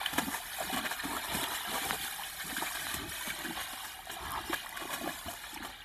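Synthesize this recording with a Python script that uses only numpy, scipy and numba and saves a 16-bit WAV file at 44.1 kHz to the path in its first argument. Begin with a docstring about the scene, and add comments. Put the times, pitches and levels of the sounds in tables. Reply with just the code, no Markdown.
"""A shallow puddle on a lawn, one microphone a few metres off. A big dog paws, stamps and dips its muzzle.
Each paw slaps the surface and drags air under: big pockets gulp, small bubbles ring, and thrown water
patters back as spray. The churned water never quite settles. It reaches the microphone with early
echoes and a slightly hollow colour; faint outdoor air lies underneath."""
import sys
import numpy as np
from scipy import signal
from scipy.fft import rfft, irfft
from scipy.io import wavfile
from scipy.ndimage import uniform_filter1d
from numba import njit

SR = 44100
rng = np.random.default_rng(int(sys.argv[2]) if len(sys.argv) > 2 else 0)


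def bounce(signal):
    """Save signal as a 16-bit WAV file at the path given by the first command-line argument."""
    frames = np.transpose(np.atleast_2d(signal))
    limited = np.clip(frames, -1, 1)
    pcm = np.round(limited * 32767).astype(np.int16)
    wavfile.write(sys.argv[1], SR, pcm)


N = 257544
TIME = np.arange(N) / SR
STROKE_ATTACK_S = 0.01

# Mid-sized bubbles, from slaps and churning alike. Each row: pitch in Hz, relative level in dB.
BUBBLE_SPECTRUM = [(560, -13), (720, 1), (900, -6), (1100, -1), (1400, -12)]


def slaps(wash_db, wash_s):
    """Each slap tears a dense cloud of short-lived bubbles into the water and leaves a brief wash."""
    # Paws and sheets of water landing. Each row: peak time in seconds, half length in seconds,
    # then relative levels of bubbles, fizz and hiss in dB.
    landings = [(0.003, 0.0034, -52, -45, -68), (0.062, 0.003, -58, -33, -47.5),
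                (0.136, 0.0054, -38, -38, -49.5), (0.186, 0.0058, -27.5, -27, -41),
                (0.216, 0.0066, -40, -56, -64), (0.282, 0.0085, -41.5, -62, -68),
                (0.348, 0.032, -44, -38, -49.5), (0.618, 0.011, -39, -42, -63),
                (0.74, 0.011, -49, -34.5, -48.5), (0.779, 0.011, -38, -33, -48.5),
                (0.861, 0.012, -45, -33, -53), (0.92, 0.012, -42, -38.5, -50.5),
                (0.999, 0.005, -57, -37, -71), (1.045, 0.0083, -44, -39, -50.5),
                (1.115, 0.0074, -37.5, -58, -58), (1.174, 0.016, -42, -43, -58),
                (1.246, 0.0087, -43, -47, -54), (1.326, 0.014, -40.5, -47, -60),
                (1.354, 0.0048, -38, -35, -43.5), (1.421, 0.004, -38, -48, -57),
                (1.438, 0.0057, -36, -35, -45.5), (1.517, 0.0066, -41, -38, -64),
                (1.553, 0.0071, -60, -34, -48), (1.759, 0.022, -36, -37, -49.5),
                (1.85, 0.024, -40, -52, -52.5), (1.898, 0.005, -35, -44, -47),
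                (1.942, 0.013, -37.5, -45, -50), (2.049, 0.0053, -48, -39, -56),
                (2.411, 0.0095, -60, -36.5, -68), (2.507, 0.0087, -43, -39, -60),
                (2.572, 0.005, -60, -35.5, -48), (2.633, 0.0076, -39, -41, -50),
                (2.668, 0.017, -52, -37, -59), (2.755, 0.0055, -43, -34, -49.5),
                (2.771, 0.0026, -55, -36, -57), (2.798, 0.0045, -57, -39, -62),
                (2.91, 0.027, -57, -40.5, -57), (2.942, 0.0012, -49, -31, -38.5),
                (3.23, 0.0082, -54, -47, -63), (3.271, 0.01, -45.5, -42, -53),
                (3.301, 0.014, -64, -36.5, -58), (3.413, 0.0074, -48, -40.5, -68),
                (3.446, 0.009, -53, -39, -53.5), (3.573, 0.012, -42, -40, -71),
                (3.606, 0.015, -45.5, -37.5, -68), (3.735, 0.0035, -43, -41, -62),
                (3.85, 0.0046, -46, -38, -53), (4.101, 0.0056, -45.5, -37, -67),
                (4.257, 0.0035, -57, -46, -65), (4.532, 0.0041, -33.5, -32.5, -55),
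                (4.542, 0.0039, -46, -35, -45), (4.773, 0.005, -48, -41, -51.5),
                (4.817, 0.018, -46.5, -42.5, -56.5), (4.91, 0.0078, -40.5, -42, -56),
                (4.94, 0.013, -40.5, -37, -46.5), (5.062, 0.0056, -41, -60, -63),
                (5.087, 0.015, -43.5, -39.5, -58), (5.309, 0.011, -45.5, -49, -52),
                (5.339, 0.0068, -45, -51, -62), (5.444, 0.0059, -49, -44, -72),
                (5.652, 0.0054, -38.5, -42, -58), (5.699, 0.006, -47, -63, -64)]
    # The small bubbles torn in. Each row: pitch in Hz, relative level in dB.
    torn_spectrum = [(1100, 5), (1350, -9.5), (1680, 12.5), (2100, -19.5), (2500, 10.5), (3200, 0),
                     (4500, 1.5)]
    power = np.zeros((3, N))
    for s, half_length, *levels in landings:
        near = slice(max(0, int((s - .1) * SR)), int((s + .2) * SR))
        t = TIME[near] - s
        burst = np.exp(-(t / half_length) ** 2)
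        wash = from_db(wash_db) ** 2 * (t > 0) * np.exp(-np.abs(t) / wash_s)
        power[:, near] += from_db(levels)[:, None] ** 2 * (burst + wash)
    bubble_gain, fizz_gain, hiss_gain = np.sqrt(power)
    bubbles = swarm(BUBBLE_SPECTRUM, per_s=2700, cycles=7.7, spread_db=4.5, rise=0.053, swell_cycles=0.51)
    fizz = swarm(torn_spectrum, per_s=4400, cycles=18, spread_db=0, rise=0.081, swell_cycles=0.4)
    splat = from_db(-4.5) * noise_band(263, 790)  # the paw itself
    hiss = from_db(8.5) * noise_band(4650, 14700)  # the tearing sheet of water
    return bubble_gain * (bubbles + splat) + fizz_gain * fizz + hiss_gain * hiss


def churn(bubble_unrest, fizz_unrest):
    """Stirred water traps air: low pockets, ringing bubbles, stray plops and fizz."""
    # The largest and the smallest bubbles. Each row: pitch in Hz, relative level in dB.
    pocket_spectrum = [(125, -5), (185, -6.5), (260, 2.5), (370, 2.5), (500, -27)]
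    fizz_spectrum = [(1300, -7), (1680, 2.5), (2100, -5.5), (2500, 5), (3200, 0), (3900, 2.5), (4700, -5)]
    stirred = stroke_gain("bubbles", decay_s=0.021)
    pocket_gain = np.hypot(from_db(-14) * bubble_unrest, stroke_gain("pockets", decay_s=0.029))
    bubble_gain = np.hypot(bubble_unrest, from_db(-1.5) * stirred)
    fizz_gain = np.hypot(fizz_unrest, from_db(-13) * stirred)
    pockets = swarm(pocket_spectrum, per_s=330, cycles=9.1, spread_db=2, rise=0.23, swell_cycles=3.4)
    bubbles = swarm(BUBBLE_SPECTRUM, per_s=900, cycles=9.3, spread_db=2, rise=0.15, swell_cycles=8.3)
    strays = swarm(BUBBLE_SPECTRUM, per_s=42, cycles=14, spread_db=0.5, rise=0.14, swell_cycles=1.9)
    fizz = swarm(fizz_spectrum, per_s=3000, cycles=55.6, spread_db=1.5, rise=0.1, swell_cycles=2.75)
    return pocket_gain * pockets + bubble_gain * (bubbles + from_db(-6.5) * strays) + fizz_gain * fizz


def plops():
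    """Single bubbles ring out above the churn."""
    # Each row: time in seconds, relative peak in dB, pitch in Hz, cycles of ringing,
    # mean climb as a share of the pitch.
    loud_bubbles = [(0.0145, -28, 775, 6.7, 0.042), (0.029, -34, 1020, 32, 0.099),
                    (0.0604, -16, 2960, 30, 0.074), (0.161, -31, 790, 8.9, 0.11),
                    (0.3392, -29, 1870, 18, 0.13), (0.3422, -31, 920, 40, 0.041),
                    (0.402, -35.5, 734, 24, 0.0054), (0.488, -43, 1830, 18, 0.022),
                    (0.586, -30, 745, 12, 0), (0.6036, -25, 667, 17, 0.034),
                    (0.7004, -26.5, 740, 9.5, 0.086), (0.8441, -34.5, 610, 54, 0.036),
                    (0.911, -28, 880, 12, 0.13), (0.914, -26, 1600, 30, 0.17), (0.9992, -30, 1800, 36, 0),
                    (1.1304, -28.5, 1005, 18, 0.14), (1.149, -32, 900, 20, 0.35),
                    (1.165, -28, 1250, 26, 0.11), (1.171, -29, 1050, 14, 0.097),
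                    (1.3489, -26, 2250, 24, 0.17), (1.4397, -24, 3400, 22, .05),
                    (1.535, -33, 1560, 16, 0.054), (1.575, -32, 1900, 22, 0.049),
                    (1.653, -34, 1640, 64, 0.0021), (2.042, -34, 1720, 18, 0),
                    (2.0783, -32, 1460, 45, 0.0039), (2.194, -34, 814, 24, 0.35),
                    (2.221, -33, 1000, 20, 0.022), (2.2359, -23, 2770, 11, 0),
                    (2.5665, -25, 1480, 15, 0.087), (2.5816, -27, 1620, 26, 0),
                    (2.6156, -30, 1190, 16, .05), (2.6238, -23, 790, 9.6, 0.17), (2.71, -33, 970, 16, 0.19),
                    (2.721, -33, 1700, 16, 0), (2.791, -32, 1780, 19, .1), (3.208, -38, 980, 57, 0.073),
                    (3.1209, -28.5, 1570, 6.5, 0.18), (3.303, -25.5, 2300, 28, 0.035),
                    (3.4551, -30.5, 1640, 60, 0.13), (3.5085, -30, 810, 17, 0.047),
                    (3.575, -31, 770, 19, 0.12), (3.776, -38, 900, 14, 0.17), (3.805, -37, 1020, 14, .1),
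                    (3.833, -37, 850, 21, 0.051), (3.854, -35, 890, 11, 0), (3.9904, -37, 784, 17, 0.068),
                    (4.071, -35, 730, 11, 0), (4.165, -33, 740, 23, 0), (4.2545, -30, 980, 10, 0.01),
                    (4.3045, -35, 1100, 12, 0.018), (4.3245, -33, 1090, 13, 0.02),
                    (4.3355, -29, 1050, 22, 0.019), (4.351, -33, 1190, 9.9, .05),
                    (4.3585, -27, 1010, 19, 0.022), (4.376, -30, 965, 17, 0), (4.5287, -26, 1093, 27, 0.15),
                    (4.5417, -23.5, 1650, 27, 0.016), (4.601, -33, 3000, 36, 0), (4.646, -37, 870, 20, 0),
                    (4.661, -33, 840, 10, 0.66), (4.666, -34.5, 1610, 24, 0.45), (4.726, -37, 1900, 40, .1),
                    (4.7722, -27.5, 1560, 15, 0.047), (4.853, -37, 644, 8.9, 0.35),
                    (4.874, -37, 1760, 18, .15), (4.8929, -35, 990, 91, 0.12),
                    (5.013, -29.5, 666, 8.3, 0.092), (5.076, -23.5, 613, 3.7, 0),
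                    (5.2825, -32.5, 660, 33, 0.077), (5.2835, -33, 2930, 76, 0.083),
                    (5.437, -40, 2300, 22, .1), (5.546, -36, 5270, 57, .05), (5.5609, -34, 800, 13, 0.18),
                    (5.574, -32.5, 1770, 14, 0.69), (5.577, -29, 2700, 22, 0), (5.6262, -28.5, 1610, 11, 0),
                    (5.632, -37, 1750, 18, 0.3), (5.806, -37, 3350, 30, .05), (5.819, -31, 2500, 22, 0.22)]
    return lone_bubbles(loud_bubbles, swell_cycles=2.51)


def gulps(cycles, rise):
    """The hollow behind a plunging paw closes into one big, quickly damped bubble."""
    # Each row: time in seconds, relative peak in dB, pitch in Hz.
    hollows = [(0.13, -36, 273), (0.182, -19, 284), (0.225, -32, 214), (0.269, -30, 253), (0.28, -25, 264),
               (0.727, -31, 250), (1.051, -28.5, 258), (1.135, -33, 386), (1.348, -25.5, 188),
               (1.366, -32, 346), (0.743, -30.5, 288), (0.812, -37, 262), (1.427, -31, 274),
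               (1.816, -35.5, 283), (1.91, -33.5, 192), (2.525, -33.5, 262), (2.58, -34, 268),
               (2.621, -28.5, 350), (2.942, -36, 205), (3.015, -32.5, 242), (3.275, -33, 236),
               (3.446, -32, 310), (3.485, -33, 265), (3.502, -30, 290), (4.497, -25.5, 316),
               (4.818, -33.5, 350), (4.853, -31.5, 375), (5.022, -34, 402), (5.039, -29, 329),
               (5.069, -28, 376), (5.53, -40, 306), (5.568, -37, 302), (5.604, -36, 300)]
    return lone_bubbles([(*row, cycles, rise) for row in hollows], swell_cycles=1.26)


def smacks():
    """A flat hit on the water is one short midrange pressure pulse."""
    # Each row: time in seconds, peak in dB.
    flat_hits = [(0.1855, -20), (0.857, -21), (1.9082, -13.5), (2.868, -22.5), (4.532, -26), (4.772, -35),
                 (4.9305, -28)]
    return pulses(flat_hits, low_hz=810, high_hz=2180, lag_s=0.00062)


def gurgle(start_s, length_s, swell_db_per_s):
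    """Bubbles of similar size break around the dipped muzzle, swelling until it is lifted."""
    # Each row: pitch in Hz, relative level in dB.
    gurgle_spectrum = [(700, -4), (960, 4), (1100, 6), (1250, 4), (1420, -9), (1750, 4), (2100, -4)]
    swell_db = swell_db_per_s * np.clip(TIME - start_s, 0, length_s)
    gain = from_db(-48.5 + swell_db) * envelope(start_s, STROKE_ATTACK_S, length_s, decay_s=0.013)
    return gain * swarm(gurgle_spectrum, per_s=900, cycles=16, spread_db=0, rise=0.034, swell_cycles=0.71)


def spray(unrest):
    """Thrown water lands after a short flight: droplets and mist merge, bigger drops patter through."""
    # Droplets and the finer mist. Each row: pitch in Hz, relative level in dB.
    droplet_spectrum = [(4600, 3), (5500, -2), (7000, 0), (8800, 1)]
    mist_spectrum = [(8400, -6.5), (10000, 1), (11200, 2.5), (13000, 1), (14500, -2)]
    thrown = stroke_gain("spray", decay_s=0.011, attack_s=0.018, delay_s=0.01)
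    droplets = swarm(droplet_spectrum, per_s=3900, cycles=190, spread_db=4.5, rise=0.018, swell_cycles=8.3)
    mist = swarm(mist_spectrum, per_s=8000, cycles=160, spread_db=3.5, rise=0.034, swell_cycles=0.76)
    patter = swarm(mist_spectrum, per_s=45, cycles=12, spread_db=4, rise=0.03, swell_cycles=0.69)
    droplet_gain = from_db(-0.43) * np.hypot(slosh() * unrest, thrown)
    mist_gain = from_db(5 - 0.39 * TIME) * np.hypot(unrest, thrown)  # thins as the play goes on
    return droplet_gain * droplets + mist_gain * (from_db(-2) * mist + from_db(-10.5) * patter)


def ticks(edge_ratio):
    """Each drop landing near the microphone is one sharp pulse in a treble band of its own."""
    # Each row: time in seconds, peak in dB, band centre in Hz.
    close_drops = [(0.543, -30, 10000), (0.7618, -19, 10600), (0.9094, -24, 10000), (1.1665, -22, 10000),
                   (1.2555, -24, 10000), (1.44, -24, 10500), (1.852, -19.5, 10800), (2.0475, -22, 10100),
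                   (2.9433, -17, 10900), (3.3896, -25, 10100), (4.055, -32, 8450), (4.306, -22, 12500),
                   (4.318, -17.5, 12400), (4.6595, -30, 10000), (4.6912, -22.5, 11900), (5.189, -27, 10000),
                   (5.3368, -26, 10000), (5.5423, -24, 11900), (5.547, -29, 8000)]
    return sum(pulses([(s, db)], hz / edge_ratio, hz * edge_ratio, lag_s=0.0011, order=3)
               for s, db, hz in close_drops)


def heave():
    """The mass of water pushed aside gives a soft low thud."""
    rumble = even_out(noise_band(53, 91.5), samples=3400, floor=0.15)
    return from_db(-6) * stroke_gain("heave", decay_s=0.04) * rumble


def stroke_gain(layer, decay_s, attack_s=STROKE_ATTACK_S, delay_s=0):
    """Gain of one layer as a paw or the muzzle ploughs through the water; overlaps add in power."""
    # Each row: start in seconds, length in seconds, then relative levels in dB of the four layers below.
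    strokes = [(0.119, 0.19, -47.5, -61, -47.5, -55), (0.602, 0.12, -46, -59, -56, -50),
               (0.724, 0.066, -41, -41, -59, -57), (0.823, 0.042, -44, -54, -59, -64),
               (1.032, 0.13, -44.5, -43, -49, -50.5), (1.272, 0.09, -49, -50, -47, -62),
               (1.312, 0.097, -44.5, -44.5, -46, -45), (1.461, 0.072, -50, -42.5, -53, -54),
               (1.672, 0.072, -44, -54, -57, -50), (1.833, 0.11, -46.5, -55, -47, -51.5),
               (1.993, 0.049, -49.5, -57, -55, -48), (2.435, 0.046, -48, -66, -62, -53),
               (2.505, 0.15, -54, -62, -59, -53), (2.773, 0.18, -55.5, -64, -54, -49),
               (2.937, 0.15, -46, -70, -43.5, -75), (3.064, 0.23, -65, -66, -70, -48),
               (3.267, 0.058, -51, -58, -58, -60), (3.368, 0.058, -52, -49, -67, -59),
               (3.446, 0.062, -42.5, -65, -74, -67), (3.582, 0.048, -59, -50, -54, -47.5),
               (3.662, 0.21, -84, -51.5, -71, -53.5), (4.087, 0.048, -51, -57, -64, -48.5),
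               (4.2, 0.21, -50.5, -54, -44.5, -56.5), (4.435, 0.12, -51.5, -45.5, -52, -53.5),
               (4.82, 0.2, -53, -54, -66, -54.5), (4.995, 0.11, -47, -48, -54, -67),
               (5.253, 0.023, -45, -43.5, -40, -58), (5.535, 0.017, -54, -58, -62, -75),
               (5.607, 0.057, -49, -47.5, -50, -54.5)]
    column = ("pockets", "bubbles", "heave", "spray").index(layer)
    power = sum((from_db(levels[column]) * envelope(s + delay_s, attack_s, length, decay_s)) ** 2
                for s, length, *levels in strokes)
    return np.sqrt(power)


def restless_water():
    """The puddle stays stirred up between strokes: gain curves for bubbles, fizz and spray."""
    # Each row: time in seconds, then relative levels of bubbles, fizz and spray in dB.
    unrest = [(0.0, -46.5, -40, -53.5), (0.25, -49, -41.5, -49), (0.33, -48, -49.5, -53),
              (0.45, -50.0, -43, -52.0), (0.6, -50, -42, -47.5), (0.73, -46, -39.5, -58),
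              (0.86, -47, -43.5, -51.5), (0.97, -47, -42, -51), (1.06, -50, -40.5, -57.5),
              (1.26, -47, -40.5, -49.0), (1.4, -45.0, -37, -51), (1.56, -49, -41, -46.5),
              (1.62, -48.5, -42, -50), (1.7, -42, -40.5, -51), (1.8, -49, -37, -46.5),
              (1.93, -53, -37.5, -48), (2.07, -50.0, -38.5, -46.5), (2.15, -50, -44, -48.5),
              (2.24, -51, -41, -49.5), (2.35, -53.5, -45.5, -50), (2.57, -50.5, -40, -47.5),
              (2.73, -49, -41.5, -47.5), (2.87, -50, -40, -51), (2.97, -48.5, -41.5, -51.5),
              (3.05, -52, -47.0, -55), (3.15, -50.5, -43.5, -58.0), (3.21, -53.5, -41, -56.5),
              (3.31, -50, -43.0, -52), (3.67, -50.5, -43.5, -51.5), (3.8, -56, -43.5, -56),
              (3.91, -54, -45.5, -53), (4.04, -56.5, -51.5, -59), (4.13, -52, -45, -56.5),
              (4.19, -46.5, -46.5, -58.0), (4.3, -51, -46, -57), (4.39, -46, -43, -62),
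              (4.44, -57.0, -46.0, -57.0), (4.57, -57, -40, -51.5), (4.69, -51, -47.5, -56),
              (4.81, -47, -44.5, -58.0), (4.96, -50, -44.5, -55), (5.12, -48.5, -43.5, -51.0),
              (5.39, -55.5, -47.5, -54.5), (5.54, -53, -46, -53.5), (5.6, -55, -48.5, -63.5),
              (5.7, -57, -46.5, -61), (5.8, -59.5, -49.5, -64.5)]
    times, *columns = np.transpose(unrest)
    return [from_db(np.interp(TIME, times, db)) for db in columns]


def slosh(depth_db=1.5, per_s=30):
    """A random gain that swells and sinks with each wavelet."""
    return from_db(depth_db * wander(per_s, points=1000))


def swarm(spectrum, per_s, cycles, spread_db, rise, swell_cycles):
    """Bubbles of one size class born at random, rms 1; spread_db makes a few louder than the rest."""
    low_hz, high_hz = spectrum[0][0], spectrum[-1][0]
    draws = np.random.default_rng(rng.integers(2 ** 31)).random((int(per_s * N / SR), 4))
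    when, pitch, size, life = draws.T
    hz = low_hz * (high_hz / low_hz) ** pitch
    boost_db = spread_db * np.minimum(-np.log(1 - size), 4)
    heights = from_db(at_hz(spectrum, hz) + boost_db) * np.sqrt(hz)
    heights[::2] *= -1
    starts = (when * N).astype(np.int64)
    lives = cycles * 2 ** (2 * life - 1) * SR / hz
    rings = ring_bubbles(starts, 2 * np.pi * hz / SR, heights, lives, 2 * np.pi * swell_cycles, rise, N)
    rings = rms_one(band(rings, low_hz * 0.6, high_hz * 0.99))
    # the trapped air is shared out evenly over a few hundredths of a second
    return rms_one(even_out(rings, samples=900, floor=0.17))


@njit
def ring_bubbles(starts, radians_per_sample, heights, lives, swell_radians, rise, length):
    """Each bubble swells, then dies away by 60 dB over its life in samples while its pitch climbs."""
    out = np.zeros(length)
    for k in range(len(starts)):
        for i in range(min(int(lives[k]), length - starts[k])):
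            age, phase = i / lives[k], radians_per_sample[k] * i
            height = heights[k] * min(1., phase / swell_radians) * np.exp(-np.log(1000) * age)
            out[starts[k] + i] += height * np.sin(phase * (1 + rise * age))
    return out


def lone_bubbles(rows, swell_cycles):
    """A large bubble pinches off over a cycle or two, then rings down while its pitch climbs."""
    out = np.zeros(N)
    for s, peak_db, hz, cycles, rise in rows:
        turn = np.arange(int(cycles * SR / hz)) * hz / SR
        shape = (1 - np.exp(-(turn / swell_cycles) ** 2)) * from_db(-60 * turn / cycles)
        ring = shape / shape.max() * np.sin(2 * np.pi * turn * (1 + rise * turn / cycles))
        add(out, s - 0.35 * swell_cycles / hz, from_db(peak_db) * ring)
    return out


def pulses(rows, low_hz, high_hz, lag_s, order=2):
    """One band-limited pressure pulse for each hit on the water."""
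    out = np.zeros(N)
    pulse = band(signal.unit_impulse(512), low_hz, high_hz, order=order)
    for s, peak_db in rows:
        add(out, s + lag_s, from_db(peak_db) * pulse / np.abs(pulse).max())
    return out


def narrow_notches(x):
    """Narrow dark bands, wavering slightly in pitch, hollow out the splashing."""
    # Each row: centre in Hz, width in Hz, depth in dB, share by which the centre wavers.
    notches = [(467, 268, -7, 0.014), (2653, 370, -40, 0.013), (2700, 104, -30, .015),
               (4336, 130, -25, 0.045), (4870, 330, -36, 0.012), (6105, 245, -22, 0.03)]
    for hz, width_hz, depth_db, shift in notches:
        sway = wander(per_s=4, points=100)
        state, in_band = np.zeros(2), np.zeros(N)
        for i in range(0, N, 1024):
            block = slice(i, i + 1024)
            peak = signal.iirpeak(hz * (1 + shift * sway[i]), hz / width_hz, fs=SR)
            in_band[block], state = signal.lfilter(*peak, x[block], zi=state)
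        x = x + (from_db(depth_db) - 1) * in_band
    return x


def garden(x, wet_db, t60, change_s):
    """The bank, the bush and the ripples scatter back early echoes that change as the dog moves."""
    out, t = x.copy(), TIME[:SR // 16]
    for centre_s in np.arange(0, TIME[-1] + change_s, change_s):
        near = np.abs(TIME - centre_s) < change_s
        fade = np.cos(np.pi / 2 * (TIME[near] - centre_s) / change_s)
        echoes = band(rng.standard_normal(len(t)), 150, 14000) * from_db(-60 * t / t60) * (t > .002)
        scattered = signal.fftconvolve(x[near] * fade, echoes / np.linalg.norm(echoes))
        add(out, centre_s - change_s, from_db(wet_db) * scattered)
    return out


def air(level_db):
    """Steady outdoor rumble and far hiss."""
    # Each row: frequency in Hz, relative spectral density in dB.
    air_spectrum = [(20, -24), (30, 4.5), (40, 10.5), (60, 8), (100, -1), (200, -6.5), (500, -7.5),
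                    (1500, -40), (5000, -21), (14000, -72)]
    hz = np.maximum(np.fft.rfftfreq(N, 1 / SR), 1)
    shaped = rfft(rng.standard_normal(N)) * from_db(at_hz(air_spectrum, hz))
    return from_db(level_db) * rms_one(irfft(shaped, N))


def envelope(start_s, attack_s, length_s, decay_s):
    """Rise, hold until length_s, then fall to 1/e in each decay_s."""
    t = TIME - start_s
    return np.clip(t / attack_s, 0, 1) * np.exp(-np.clip((t - length_s) / decay_s, 0, 30))


def wander(per_s, points):
    """A line through random values, per_s of them a second."""
    return np.interp(TIME * per_s, np.arange(points), rng.standard_normal(points))


def even_out(x, samples, floor):
    """Steady the level by dividing by the running rms."""
    return x / np.sqrt(uniform_filter1d(x ** 2, size=samples) + floor)


def noise_band(low_hz, high_hz):
    """Band-passed noise, rms 1."""
    return rms_one(band(rng.standard_normal(N), low_hz, high_hz))


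def band(x, low_hz, high_hz, order=2):
    """Butterworth band-pass."""
    sos = signal.butter(order, [low_hz, min(high_hz, SR / 2 - 500)], "band", fs=SR, output="sos")
    return signal.sosfilt(sos, x + 1e-18)


def at_hz(points, hz):
    """Read a spectrum on a log-frequency axis."""
    f, db = np.transpose(points)
    return np.interp(np.log(hz), np.log(f), db)


def from_db(db):
    """Decibels to gain."""
    return 10 ** (np.asarray(db) / 20)


def rms_one(x):
    """Scale to unit rms."""
    return x / np.sqrt(np.mean(x ** 2) + 1e-20)


def add(out, s, sound):
    """Mix a sound in at s seconds."""
    i = int(np.clip(s * SR, 0, N - 1))
    out[i:i + len(sound)] += sound[:N - i]


def scene():
    """The puddle from across the lawn, in mono; the sharpest hits and the low thud arrive without echoes."""
    bubble_unrest, fizz_unrest, spray_unrest = restless_water()
    water = churn(slosh() * bubble_unrest, slosh() * fizz_unrest) + spray(spray_unrest)
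    water += gurgle(start_s=4.17, length_s=0.22, swell_db_per_s=45)
    water += slaps(wash_db=-7.5, wash_s=0.0096)
    water += plops() + from_db(-0.7) * gulps(cycles=10.8, rise=0.063)
    water = narrow_notches(garden(water, wet_db=-10, t60=0.032, change_s=0.2438))
    hits = smacks() + ticks(edge_ratio=1.39)
    return (from_db(-1.08) * water + hits + heave() + air(level_db=-60.5))[None]


def record(dry):
    """The top is cut steeply above 14 kHz."""
    return signal.sosfilt(signal.ellip(12, .1, 80, 14000, fs=SR, output="sos"), dry)


dry = scene()
out = record(dry)
bounce(out)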